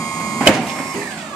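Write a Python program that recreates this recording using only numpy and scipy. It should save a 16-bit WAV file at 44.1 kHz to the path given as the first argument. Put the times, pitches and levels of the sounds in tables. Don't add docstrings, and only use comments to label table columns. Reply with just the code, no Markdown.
import sys
import numpy as np
from scipy import signal
from scipy.fft import rfft, irfft, next_fast_len
from scipy.io import wavfile
from scipy.ndimage import map_coordinates

SR = 44100
rng = np.random.default_rng(int(sys.argv[2]) if len(sys.argv) > 2 else 0)


def materialize(psi):
    bounded = np.clip(np.atleast_2d(psi).T, -1, 1)
    quanta = np.round(bounded * 32767).astype(np.int16)
    wavfile.write(sys.argv[1], SR, quanta)


N = 59535

# pitch_hz, level_db
LOADED_TONES = [(995.9, -41), (1077, -32.5), (1244, -43), (2154, -34), (2406, -45), (3235, -46),
                (3898, -59), (4312, -51), (4807, -43), (5556, -50.5), (6465, -47), (6632, -48), (6799, -50),
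                (6880, -46), (6966, -62), (7214, -60), (7461, -54), (7628, -61), (8123, -52), (8210, -48.5),
                (8624, -54), (8705, -58), (8872, -50), (9701, -52.5), (10777, -71)]
FREE_TONES = [(1077, -36), (2157, -37.5), (5389, -42.5), (6465, -50), (7542, -57), (8624, -56)]
COAST_TONES = [(1078, -43), (2156, -43.5), (2404, -42.5), (3067, -47), (4808, -52), (5389, -52),
               (6465, -50), (11300, -54)]
# time_s, level_db
PUMP_FADER = [(0, -36), (.45, -34), (.55, -70), (.62, -39), (.72, -37), (1.0, -36), (1.2, -42.5),
              (1.35, -44.5)]
# frequency_hz, gain_db
PUMP_EQ = [(300, -45), (520, -7), (750, 2), (1100, 5.5), (1550, -11.5), (2200, 4), (2900, -9), (4000, -10),
           (4800, -6.5), (5900, -13), (6700, -7), (8300, -5.5), (9500, -14.5), (11500, -19), (13500, -24)]
# centre_hz, half_width_hz, boost_db
HOUSING_PEAKS = [(1142, 26, 18), (1835, 50, 9), (2070, 60, 4)]
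SHAFT_HZ, SLOWING_PER_S = 82.89, 2.2
RELIEF_S, FREE_S, OFF_S, CROSSFADE_S = 0.56, 0.68, .935, 0.02

# pitch_hz, level_db
IDLE_TONES = [(143, -43), (167, -43), (214, -36.5), (236.9, -36), (581, -43), (910, -44.5)]
# frequency_hz, gain_db
RUMBLE_EQ = [(25, -47), (50, -50), (75, -9.5), (110, -7), (160, 0), (220, -1), (320, -3.5), (480, -12.5),
             (750, -11), (1500, -21), (4000, -67)]
# time_s, level_db
TRUCK_FADER = [(0, -30), (.1, -34.5), (.25, -29.5), (.6, -29), (.9, -41.5), (1.35, -37)]

# start_s, level_db, tilt_db_per_octave, rise_s, ring_db
BLOWS = [(0.201, -26.5, 0.5, 0.0037, -16), (0.405, -18.5, 1, 0.012, -1), (0.457, -15.5, 3.5, 0.0073, -3.5),
         (.468, -15.5, 0.5, 0.00044, -2.5), (0.485, -15.5, 2, 0.0011, -9.5),
         (0.496, -14.5, -3.5, 0.0049, -9), (0.555, -23.5, -1.5, 0.0074, -3.5),
         (0.587, -34, -15, 0.0045, -27), (0.667, -30, 10.5, 0.0055, -10), (0.759, -28, 0.5, 0.0034, -4),
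         (.786, -24.5, 1, 0.0029, -6), (0.848, -30, -10, 0.0036, -4), (0.945, -31, -1, 0.0014, 1),
         (0.972, -24.5, -10, 0.0056, -7.5)]
# frequency_hz, gain_db
FRAME_EQ = [(30, -45.5), (55, -36), (80, -17), (140, 0.5), (280, 1.5), (440, -4), (600, -2), (900, -6),
            (1400, -8), (2300, -9), (3500, -25), (7000, -27), (13000, -34.5)]
# pitch_hz, level_db, t60_s
FRAME_MODES = [(141.1, -12, 0.24), (210.1, -2, 0.24), (300.6, 3, 0.16), (529.3, -3.5, 0.17), (616, -3, 0.2),
               (711, -4, 0.27), (789, -6, 0.49), (923, -13.5, 0.59), (1010, -22, 1)]
# frequency_hz, t60_s
PANEL_DECAY = [(80, 0.35), (300, 1), (1000, 0.56), (2500, 0.68), (9000, 0.13)]
# start_s, pitch_hz, level_db, t60_s
BOOMS = [(0.409, 809.4, -13.5, 0.073), (0.408, 1074, -20, 0.11), (0.409, 270.8, -6.5, 0.031),
         (0.474, 85.3, -15.5, 0.1), (0.468, 598.5, -6.5, 0.08), (0.467, 690, -9.5, 0.087),
         (0.48, 535.8, -12, 0.099), (0.493, 313, -2, 0.046), (0.557, 617.4, -20.5, 0.087),
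         (0.594, 237.7, -22, 0.036), (0.8, 274.2, -17.5, 0.088)]

# peak_s, level_db, rise_s, t60_s
RATTLES = [(0.425, -40, 0.0076, 0.2), (0.475, -17.5, 0.009, 0.15), (0.545, -25, 0.026, 0.42),
           (0.697, -29.5, 0.023, 0.23), (.955, -36, 0.012, 0.13), (1.112, -35, 0.0039, 0.26),
           (1.18, -35, 0.0054, 0.54)]
# frequency_hz, gain_db
RATTLE_EQ = [(600, -40), (1500, -3.5), (2600, 5.5), (4000, -1.5), (6000, -3), (9000, -12.5), (13500, -27)]
# start_s, level_db
CLANKS = [(0.472, 3.5), (0.4726, -2)]
# pitch_hz, nominal_width_hz, level_db
STEEL_MODES = [(1590, 200, -10), (2153, 64, -7), (2536, 102, -3.5), (3004, 230, 5), (3784, 220, -10.5),
               (4163, 174, -7), (5250, 294, -6.5), (7600, 64, -14.5)]
# frequency_hz, gain_db
CRACK_EQ = [(800, -8), (2500, 5), (4500, 1), (7000, -5.5), (10000, -10), (13500, -52)]
# time_s, pitch_hz, level_db
GROAN_PATHS = [
    [(.54, 800, -46), (.575, 780, -23.5), (.64, 711, -32.5), (.68, 671, -31), (.71, 640, -63)],
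    [(.781, 1246, -46), (.792, 831, -37), (.806, 600, -53)],
]
# pitch_hz, level_db, t60_s
SETTLE_MODES = [(264, -26, 0.22), (331, -26.5, 0.35), (406.4, -20, 0.35), (498, -30.5, 0.29)]

# frequency_hz, left_minus_right_db
PUMP_PAN = [(300, -6), (1000, -3.5), (2200, -9), (4800, -4.5), (8000, -5.5), (12000, -11.5)]
SKIP_AND_TRUCK_PAN = [(60, -3), (300, -2), (700, -1.5), (1500, -4), (2500, -9.5), (4000, -3), (6000, -1.5),
                      (10000, -13.5)]
# frequency_hz, correlation
STEREO_LIKENESS = [(60, 1), (400, 0.91), (800, 0.97), (1500, 0.38), (3000, 0.24), (6000, 0.16),
                   (12000, 0.15)]
# frequency_hz, t60_s
YARD_DECAY = [(200, 0.11), (2000, 0.076), (10000, 0.19)]


def amp(db):
    return 10 ** (np.asarray(db) / 20)


def unit(x):
    return x / np.sqrt(np.mean(x ** 2) + 1e-20)


def along(points, hz):
    frequencies, values = np.transpose(points)
    return np.interp(np.log(hz + 1), np.log(frequencies + 1), values)


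def clock():
    return np.arange(N) / SR


def since(start_s):
    return np.maximum(clock() - start_s, 0)


def curves(rows):
    times, *columns = np.transpose(rows)
    return [np.interp(clock(), times, column) for column in columns]


def wobble(rate):
    return map_coordinates(rng.standard_normal(200), [clock() * rate], mode="wrap")


def decay(t, t60):
    return amp(-60 * t / t60)


def attack(start_s, rise_s):
    return 1 - np.exp(-since(start_s) / rise_s)


def struck(start_s, rise_s, t60):
    return attack(start_s, rise_s) * decay(since(start_s), t60)


def filtered(x, response):
    size = next_fast_len(N + SR // 4)
    return irfft(rfft(x, size) * response(np.fft.rfftfreq(size, 1 / SR)), size)[..., :N]


def panned(x, pan):
    return filtered(x, lambda hz: amp(np.outer([.5, -.5], along(pan, hz))))


def stereo_angle(hz):
    return np.arccos(np.clip(along(STEREO_LIKENESS, hz), -1, 1)) / 2


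def spread(pair, eq, tilt_db=0):
    def response(hz):
        gain = amp(along(eq, hz) + tilt_db * np.log2(np.clip(hz, 250, 4000)))
        angle = stereo_angle(hz)
        return gain * [np.cos(angle), np.sin(angle)]
    mid, side = filtered(pair, response)
    return unit(np.array([mid + side, mid - side]))


def noise(eq, tilt_db=0):
    return spread(rng.standard_normal((2, N)), eq, tilt_db)


def dying(x, start_s, t60s):
    hz, t, spectrum = signal.stft(x, SR, nperseg=256)
    fade = decay(np.maximum(t - start_s, 0), along(t60s, hz)[:, None])
    return signal.istft(spectrum * fade, SR)[1][:, :N]


def tone(hz, t):
    offset = stereo_angle(hz) * rng.choice([-1, 1])
    return np.sqrt(2) * np.sin(2 * np.pi * (hz * t + rng.random()) + np.array([[offset], [-offset]]))


def tones(table, t, waver_db):
    return sum(amp(db + waver_db * wobble(24.6)) * tone(hz, t) for hz, db in table)


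def ringing(modes, start_s, rise_s):
    return sum(amp(db) * tone(hz, clock()) * struck(start_s, rise_s, t60) for hz, db, t60 in modes)


def pump(oil_db=2.5, oil_loaded_db=-3, echo_db=-6.5, coast_echo_db=-9):
    after = lambda s: np.clip((clock() - s) / CROSSFADE_S + .5, 0, 1)
    speed = (1 + 0.00041 * wobble(19.16)) / (1 + SLOWING_PER_S * since(OFF_S))
    shaft_time = np.cumsum(speed) / SR
    loaded = 1 - after(RELIEF_S)
    whine = loaded * tones(LOADED_TONES, shaft_time, waver_db=.7)
    whine += (after(FREE_S) - after(OFF_S)) * tones(FREE_TONES, shaft_time, waver_db=1.8)
    coast = after(OFF_S) * coasting(speed, shaft_time)
    whine += coast + amp(coast_echo_db) * yard_echo(coast)
    buzz = unit(sum(amp(along(PUMP_EQ, hz * speed) + rng.normal(0, 3.8)) * tone(hz, shaft_time)
                    for hz in SHAFT_HZ * np.arange(6, 166)))
    hiss = amp(oil_db + oil_loaded_db * loaded) * noise(PUMP_EQ)
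    fader_db, = curves(PUMP_FADER)
    sound = whine + amp(fader_db) * (buzz + hiss)
    return panned(sound + amp(echo_db) * yard_echo(sound), PUMP_PAN)


def yard_echo(x):
    tail = dying(rng.standard_normal((2, N)), 0, YARD_DECAY)
    return signal.fftconvolve(x, tail / np.linalg.norm(tail[0]), axes=1)[:, :N]


def truck(notes_db=0.5):
    fader_db, = curves(TRUCK_FADER)
    rumble = amp(fader_db) * noise(RUMBLE_EQ)
    notes = tones(IDLE_TONES, clock(), waver_db=2)
    return rumble + amp(fader_db - fader_db.max() + notes_db) * notes


def frame_blows(modes_db=-5, pivot_hz=300):
    out = np.zeros((2, N))
    for start_s, db, tilt_db, rise_s, ring_db in BLOWS:
        thud = noise(FRAME_EQ, tilt_db) * struck(start_s, rise_s, t60=0.065)
        panels = dying(noise(FRAME_EQ, tilt_db), start_s, PANEL_DECAY) * attack(start_s, rise_s)
        modes = [(hz, mode_db + tilt_db * np.log2(hz / pivot_hz) + rng.normal(0, 1.6), t60)
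                 for hz, mode_db, t60 in FRAME_MODES]
        ring = panels + amp(modes_db) * ringing(modes, start_s, rise_s)
        out += amp(db) * (2 * thud + amp(ring_db) * ring)
    return out


def booms():
    return sum(ringing([(hz, db, t60)], start_s, rise_s=0.0018) for start_s, hz, db, t60 in BOOMS)


def rattles(grains_per_s=5300, scatter_db=3.5):
    out = np.zeros((2, N))
    for peak_s, db, rise_s, t60 in RATTLES:
        contacts = rng.random((2, N)) < grains_per_s / SR
        grains = contacts * rng.choice([-1, 1], (2, N)) * amp(scatter_db * rng.standard_normal((2, N)))
        swell = np.exp(np.minimum(clock() - peak_s, 0) / rise_s)
        out += amp(db) * spread(grains, RATTLE_EQ) * swell * decay(since(peak_s), t60)
    return out


def clank(crack_db=-7, damping=1.57):
    out = np.zeros((2, N))
    for start_s, db in CLANKS:
        t = since(start_s)
        ring = sum(amp(mode_db) * tone(hz, t) * np.exp(-damping * width * t)
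                   for hz, width, mode_db in STEEL_MODES)
        crack = amp(crack_db) * noise(CRACK_EQ) * decay(t, t60=0.034)
        out += amp(db) * attack(start_s, rise_s=0.00047) * (.5 * ring + crack)
    return out


def groans():
    out = np.zeros(N)
    for path in GROAN_PATHS:
        hz, db = curves(path)
        sliding = (clock() > path[0][0]) & (clock() < path[-1][0])
        out += sliding * amp(db + 1.4 * wobble(89.8)) * np.sin(2 * np.pi * np.cumsum(hz) / SR)
    return out


def coasting(speed, shaft_time, jitter_hz=25, waver_db=3, fade_db_per_s=6):
    out = np.zeros((2, N))
    for hz, db in COAST_TONES:
        flare_db = sum(boost / (1 + ((hz * speed - centre) / width) ** 2)
                       for centre, width, boost in HOUSING_PEAKS)
        jitter_s = np.cumsum(jitter_hz * wobble(240)) / SR / hz
        chatter = 1 + .6 * np.sin(2 * np.pi * (SHAFT_HZ * shaft_time + rng.random()))
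        level_db = db + flare_db + waver_db * wobble(110) - fade_db_per_s * since(OFF_S)
        out += amp(level_db) * unit(chatter) * tone(hz, shaft_time + jitter_s)
    return out


def settling():
    return ringing(SETTLE_MODES, start_s=0.947, rise_s=0.023)


def scene():
    skip = frame_blows() + booms() + clank() + rattles() + groans() + settling()
    return panned(skip + truck(), SKIP_AND_TRUCK_PAN) + pump()


def record(dry, low_cut_hz=74, top_hz=13750):
    heard = signal.sosfilt(signal.butter(2, low_cut_hz, "highpass", fs=SR, output="sos"), dry)
    clipped = heard / (1 + np.abs(heard) ** 8) ** (1 / 8)
    return filtered(clipped, lambda hz: hz < top_hz)


dry = scene()
out = record(dry)
materialize(out)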